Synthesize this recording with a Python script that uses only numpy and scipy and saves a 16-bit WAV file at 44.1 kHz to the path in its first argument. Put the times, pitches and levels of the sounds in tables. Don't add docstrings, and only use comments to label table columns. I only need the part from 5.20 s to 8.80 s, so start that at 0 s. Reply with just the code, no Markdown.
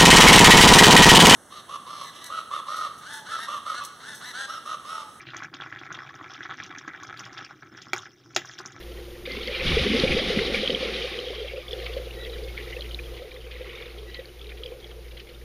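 import sys
import numpy as np
from scipy import signal
from scipy.fft import rfft, irfft, next_fast_len
from scipy.io import wavfile
from scipy.ndimage import uniform_filter1d

SR = 44100
rng = np.random.default_rng(int(sys.argv[2]) if len(sys.argv) > 2 else 0)


def wav_record(signal):
    frames = np.transpose(np.atleast_2d(signal))
    bounded = np.clip(frames, -1, 1)
    quanta = np.round(bounded * 32767).astype(np.int16)
    wavfile.write(sys.argv[1], SR, quanta)


def elevation(decibels):
    levels = np.asarray(decibels, float)
    return 10 ** (levels / 20)


N = 158760

# pitch [Hz], width [Hz], level [dB].
POT_TONES = [(761, 166, -9), (1311, 64.5, 2.5), (1670, 150, -2), (2200, 142, -5), (3460, 404, -11.5)]


def unit(x):
    return x / np.sqrt(np.mean(x ** 2) + 1e-20)


def along(points, hz):
    f, v = np.transpose(points)
    return np.interp(np.log(hz + 1), np.log(f + 1), v)


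def filtered(x, response):
    size = next_fast_len(N + SR // 2)
    hz = np.fft.rfftfreq(size, 1 / SR)
    return irfft(rfft(x, size) * response(hz), size)[..., :N]


def resonant(x, peaks, hollow=False):
    def response(f):
        total = 0
        for k, (center, width, db) in enumerate(peaks):
            sign = 1 if hollow else (-1) ** k
            total = total + sign * elevation(db) * 1j * f * width / (center * center - f * f + 1j * f * width)
        return total
    return filtered(x, response)


def follow(x, seconds):
    size = round(seconds * SR)
    return np.sqrt(np.abs(uniform_filter1d(x ** 2, size, origin=size // 3)))


def grains(s, db, hz, cycles, size, sudden=False):
    u = np.arange(size) / SR * hz[:, None] / cycles
    shape = 1.484 * (1 - np.exp(-6 * u)) if sudden else (np.e * u / 2) ** 2
    tone = np.sin(2 * np.pi * cycles * u * (1 + 0.0068 * u))
    wave = shape * np.exp(-u) * tone * elevation(db)[:, None]
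    start = s - (not sudden) * cycles / hz
    at = np.round(start * SR).astype(int)[:, None] + np.arange(size)
    return np.bincount(at.clip(0, N).ravel(), wave.ravel(), N + 1)[:N]


def clusters(s, db, length, hz, spread, cycles, under_db, scatter_db, count, size, sudden=False):
    draw = rng.standard_normal((len(s), count, 3))
    k = np.arange(count)
    small = k > 0
    direction = np.where(k % 6 == 5, -.25, 1)
    late = direction * (0.0959 + np.abs(draw[..., 0])) * small
    level = db[:, None] - small * (under_db + scatter_db * np.abs(draw[..., 1])) - 3 * np.abs(late)
    pitch = np.reshape(hz, (-1, 1)) * np.exp(spread * np.tanh(draw[..., 2]) * small)
    times = s[:, None] + length * late
    return grains(times.ravel(), level.ravel(), pitch.ravel(), cycles, size, sudden)


def scattered(level, hz, spread, cycles, scatter_db, count, size=260):
    draw = rng.random((count, 3))
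    s = draw[:, 0] * N / SR
    db = 20 * np.log10(level[(s * SR).astype(int)]) + scatter_db * draw[:, 1] ** 2
    pitch = hz * np.exp(spread * (2 * draw[:, 2] - 1))
    return grains(s, db, pitch, cycles, size)


def bed(level, peaks, rate, spiky_db, patchy_db):
    size = np.minimum(rng.exponential(size=N), np.pi)
    happens = rng.random(N) < rate / SR
    sparks = happens * elevation(spiky_db * size) * rng.standard_normal(N)
    z = signal.stft(unit(sparks) + 0.19 * rng.standard_normal(N), nperseg=256)[2]
    field = uniform_filter1d(rng.standard_normal(z.shape), 6, 0)
    field = uniform_filter1d(field, 6, 1)
    patched = signal.istft(z * elevation(patchy_db * np.tanh(unit(field))), nperseg=256)[1][:N]
    return level * unit(resonant(patched, peaks))


def still_air():
    # frequency [Hz], level [dB].
    air_color = [(60, 1), (300, -19.5), (7000, -20), (13500, -20), (14800, -11), (16000, -22.5)]
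    noise = filtered(rng.standard_normal(N), lambda hz: elevation(along(air_color, hz)))
    return elevation(-78) * unit(noise)


def kitchen(x):
    t60 = 0.052
    t = np.arange(SR // 4) / SR
    tail = rng.standard_normal(len(t)) * elevation(-60 * t / t60) * (t > .002)
    return elevation(-8.5) * signal.fftconvolve(x, tail / np.linalg.norm(tail))[:N]


def spoon():
    # start [s], peak [dB], brightness [dB], time for the rattle to fade by 60 dB [s].
    knocks = [
        (2.7332, -9.5, -6.5, 0.2),
        (3.163, -5.5, -5, 0.18),
    ]
    # pitch [Hz], width [Hz], level [dB].
    edge_tones = [
        [(337, 87, -1.5), (634, 70, -9.5), (826, 110, -1), (1270, 220, -6.5), (1560, 190, -13),
         (2140, 340, -4.5), (3580, 1000, -12), (5400, 450, -16), (6800, 260, -18)],
        [(240, 116, -9.5), (360, 130, -4.5), (718, 240, -4.5), (1290, 300, -6.5), (1800, 165, -1),
         (2710, 250, -7.5), (3320, 700, -2.5), (5070, 530, -11.5), (7030, 650, -11.5)],
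    ]
    # time [s], peak [dB].
    grazes = [
        (3.1491, -23.5),
        (3.153, -22),
    ]
    out = np.zeros(N)
    t = np.arange(SR // 6) / SR
    for (s, db, bright_db, t60), tones in zip(knocks, edge_tones):
        lumpy = elevation(1.7 * uniform_filter1d(rng.standard_normal(len(t)), size=120) * 12)
        strength = 0.5 * elevation(-60 * t / 0.016) + 0.061 * lumpy * elevation(-60 * t / t60)
        push = strength * rng.standard_normal(len(t))
        push[[4, 16, 60]] += -1.3, 3.4, -2.2
        push += elevation(bright_db) * np.diff(push, prepend=0)
        blow = np.pad(elevation(db + 4.5) * push, (round(s * SR), N))[:N]
        out += elevation(8) * resonant(blow, tones, hollow=True) + 0.52 * np.diff(blow, prepend=0)
    s, db = np.transpose(grazes)
    return out + grains(s, db, np.array([5900, 6200]), cycles=0.46, size=120)


def rumble(churn):
    # pitch [Hz], width [Hz], level [dB].
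    deep_tones = [(84, 64, -4.5), (123.7, 47, 3), (208.5, 24, 2), (287, 78, 2)]
    # time [s], level [dB].
    heaving = [(0.0, -59), (0.08, -58.5), (3.6, -59)]
    heaving_db = np.interp(np.arange(N) / SR, *np.transpose(heaving))
    level = elevation(heaving_db + 2.0) + 0.1 * churn
    steady = 0.88 * bed(level, deep_tones, rate=3000, spiky_db=3.1, patchy_db=3.3)
    lumps = scattered(follow(steady / 0.88, 0.059), 240, 0.32, 0.83, 7, count=110, size=2000)
    return steady + 0.68 * lumps


def fizz(churn, crackle):
    # time [s], low bubbling [dB], high sizzle [dB].
    boil = [(0, -40, -52), (0.058, -57.5, -85), (.2, -44.5, -54.5), (.3, -60.5, -74), (0.449, -48.5, -62.5),
            (1.8, -49.5, -62.5), (2.3, -49, -59.5), (2.37, -61, -67), (2.85, -52.5, -53.5),
            (2.97, -70, -63.5), (3.12, -62.5, -62), (3.3, -55.5, -50), (3.6, -52, -61)]
    # pitch [Hz], width [Hz], level [dB].
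    sizzle_tones = [(3280, 610, -10), (5285, 340, -4), (5930, 640, -9)]
    s, low_db, high_db = np.transpose(boil)
    t = np.arange(N) / SR
    swell = 0.22
    low = elevation(np.interp(t, s, low_db)) + swell * churn
    high = elevation(np.interp(t, s, high_db)) + swell * crackle
    out = 1.007 * bed(low, POT_TONES, rate=700, spiky_db=5.34, patchy_db=6.5)
    out += 0.99 * scattered(low, 1591, 0.39, 1.0, 13.5, count=600)
    out += 0.8 * bed(high, sizzle_tones, rate=1200, spiky_db=4.0, patchy_db=15)
    return out + 0.55 * scattered(high, 4500, 0.49, 1.64, 15.7, count=800)


def swish():
    # middle [s], spread [s], level [dB], then its tones as rows of pitch [Hz], width [Hz], level [dB].
    jet = (0.087, 0.025, -46, [(2660, 310, -1), (4100, 550, -6.5)])
    s, spread, db, tones = jet
    swell = np.exp(-((np.arange(N) / SR - s) / spread) ** 2)
    return elevation(db) * swell * unit(resonant(rng.standard_normal(N), tones))


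def glugs():
    # time [s], peak [dB], pitch [Hz]. The rows at 2.737 and 3.161 s sound with the spoon knocks.
    low_tones = [(0.226, -47, 270), (0.344, -41, 260), (0.613, -45, 290), (0.716, -48, 176),
                 (1.016, -42.5, 270), (1.186, -48, 275), (1.499, -42, 287), (1.576, -40, 259),
                 (1.678, -38.5, 275), (2.532, -43.5, 226), (2.675, -44, 223), (2.737, -35.5, 317),
                 (3.161, -33, 380), (3.4, -43, 345), (3.461, -45, 214)]
    s, db, hz = np.transpose(low_tones)
    return grains(s, db, hz, cycles=0.85, size=2600)


def snaps():
    # time [s], peak [dB].
    tears = [(0.0689, -34), (0.1048, -31.5), (0.3422, -28), (0.411, -25.5), (0.5891, -32.5),
             (0.7477, -26.5), (0.893, -41), (1.1071, -33.5), (1.1463, -31.5), (1.231, -29.5),
             (1.325, -33.5), (1.4017, -33), (1.4302, -29.5), (1.9732, -38), (2.0424, -32.5), (2.1814, -28),
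             (2.6171, -36), (3.314, -36), (3.3838, -29.5)]
    s, db = np.transpose(tears)
    return clusters(s, db, length=.018, hz=3330, spread=0.3, cycles=3.2,
                    under_db=8.1, scatter_db=6.2, count=18, size=200, sudden=True)


def spits():
    # time [s], peak [dB], pitch [Hz], spray against the spit [dB].
    spit_bursts = [(0.0163, -41.5, 4950, -29), (0.168, -27.5, 5900, -29), (0.2362, -37, 5840, -26),
                   (0.3406, -32, 4340, -37), (0.595, -46, 5400, -34), (0.7267, -31, 5950, -31),
                   (0.9542, -41, 5340, -22), (1.1368, -34, 5240, -33), (1.1514, -60, 5140, -32),
                   (1.3727, -41.5, 5360, -35), (1.437, -31, 5500, -29.5), (1.4642, -37.5, 5700, -41),
                   (1.5847, -30, 5530, -45), (1.6814, -39, 6300, -38), (1.8335, -33.5, 6050, -25.5),
                   (1.8711, -38.5, 5700, -40), (1.9744, -36, 4230, -19), (1.9951, -28.5, 5240, -24),
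                   (2.053, -34, 4850, -28), (2.1304, -37.5, 5300, -32), (2.1786, -32.5, 4650, -34),
                   (2.2486, -31, 4900, -39), (2.5721, -40, 5150, -28), (2.6197, -33, 4800, -32),
                   (2.7634, -30, 5400, -22), (2.7811, -24.5, 6570, -34), (2.821, -38, 5400, -41),
                   (3.2565, -34, 5600, -21), (3.3136, -40, 4700, -28), (3.3433, -43, 5700, -29),
                   (3.3885, -28.5, 5040, -23), (3.4602, -25, 5760, -34), (3.5214, -38, 6490, -28)]
    s, db, hz, spray_db = np.transpose(spit_bursts)
    drops = clusters(s, db, length=0.011, hz=hz, spread=0.72, cycles=1.016,
                     under_db=5.4, scatter_db=12.0, count=14, size=120)
    spray = clusters(s, db + spray_db, length=0.016, hz=12300, spread=0.27, cycles=0.82,
                     under_db=1.9, scatter_db=3.6, count=24, size=40)
    return elevation(3.5) * drops, elevation(30.5) * spray


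def pops():
    # time [s], peak [dB], pitch [Hz].
    steam_pockets = [(0.0704, -30.5, 2260), (0.0876, -31, 1800), (0.1355, -28, 1290), (0.163, -26.5, 1830),
                     (0.2226, -23.5, 1400), (0.246, -27.5, 1560), (0.2876, -51, 1390), (0.3296, -38, 1290),
                     (0.3383, -29.5, 1300), (0.3491, -35, 1290), (0.402, -25, 1490), (0.4206, -24.5, 1330),
                     (0.4623, -26.5, 1290), (0.526, -23, 1750), (0.5611, -26, 1770), (0.6145, -29.5, 1270),
                     (0.7043, -37, 1110), (0.7052, -26.5, 1330), (0.7172, -25, 1480), (0.7431, -32, 1170),
                     (0.7761, -32, 1110), (0.7894, -24.5, 1800), (0.831, -38, 1630), (0.8515, -34, 1170),
                     (0.8923, -33.5, 1660), (0.8985, -50, 1660), (0.9525, -43, 1370), (0.9584, -36.5, 1590),
                     (0.9907, -37, 1290), (1.0116, -28, 1230), (1.0497, -34.5, 1290), (1.1175, -31, 1280),
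                     (1.19, -37, 1300), (1.2069, -26.5, 1550), (1.2534, -26, 1360), (1.2945, -38, 1280),
                     (1.2945, -28.5, 1300), (1.3234, -25, 1270), (1.3867, -29.5, 1650), (1.4013, -23, 1710),
                     (1.482, -46, 1270), (1.5053, -32, 1690), (1.5532, -30, 1910), (1.576, -32, 1610),
                   (1.6128, -41, 1240), (1.638, -35.5, 1630), (1.6787, -23.5, 1550), (1.7177, -42, 1710),
                   (1.7333, -37, 1270), (1.748, -27.5, 1760), (1.826, -33, 1150), (1.8544, -52, 1260),
                   (1.8833, -47, 1320), (1.8908, -29.5, 1270), (1.9275, -28.5, 1640), (1.9925, -33, 1290),
                   (2.0073, -29, 1320), (2.065, -30, 1310), (2.1787, -36, 1270), (2.1892, -28, 1650),
                   (2.2226, -31.5, 1280), (2.3099, -31.5, 1310), (2.424, -35.5, 1550),
                   (2.5259, -41.5, 1280), (2.549, -36, 1580), (2.577, -34, 1540), (2.6687, -32, 1290),
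                     (2.7474, -24.5, 1210), (2.7634, -25.5, 1330), (2.7754, -34, 1280), (2.7954, -61, 1350),
                 (2.8569, -32.5, 1610), (3.0604, -45, 1290), (3.1774, -24, 2370), (3.1944, -30, 2000),
                 (3.2186, -30.5, 1760), (3.2484, -31, 1290), (3.2959, -32, 1700), (3.3892, -31, 1560),
                 (3.4032, -26.5, 1230), (3.4535, -28.5, 1290)]
    s, db, hz = np.transpose(steam_pockets)
    bursts = elevation(2) * clusters(s, db, length=0.016, hz=hz, spread=0.22, cycles=1.59,
                               under_db=12, scatter_db=1.67, count=8, size=260, sudden=True)
    return 0.84 * bursts + 0.71 * resonant(bursts, POT_TONES)


def boiling():
    popping = pops()
    spitting, spray = spits()
    snapping = snaps()
    churn = follow(popping, 0.017)
    crackle = follow(spitting + snapping, 0.019)
    bursts = popping + spitting + spray + snapping + glugs()
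    return bursts + fizz(churn, crackle) + rumble(churn)


def microphone(x):
    # frequency [Hz], level [dB].
    mic_color = [(30, -10), (90, 2), (6900, -1.5), (7900, -21.5), (13500, -37), (14900, -19), (15700, -61),
                 (16300, -73)]
    # center [Hz], width [Hz].
    table_dips = [(450, 18), (580, 35), (990, 54), (2930, 22), (4350, 460)]

    def response(hz):
        dips = [1 - 0.37 / (1 + ((hz - center) / width) ** 2) for center, width in table_dips]
        return elevation(along(mic_color, hz)) * np.prod(dips, axis=0)
    return filtered(x, response)


def two_ports(mid):
    # frequency [Hz], level [dB].
    hiss_color = [(6000, -5.5), (8000, -11), (15400, -9), (15800, -36)]
    hiss = unit(filtered(rng.standard_normal(N), lambda hz: elevation(along(hiss_color, hz))))
    leak = filtered(np.roll(mid, 40), lambda hz: np.minimum(1 + (hz / 5000) ** 4, 12))
    side = elevation(-80.5) * hiss + elevation(-34) * leak
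    return filtered(np.array([mid + side, mid - side]), lambda hz: 1 / (1 + (hz / 15750) ** 200))


def scene():
    near = boiling() + spoon() + swish()
    mid = microphone(near + kitchen(near)) + still_air()
    return two_ports(mid)


def top_cut(x):
    return signal.sosfilt(signal.butter(12, 16450, fs=SR, output="sos"), x)


def record(dry):
    return top_cut(dry)


dry = scene()
out = record(dry)
wav_record(out)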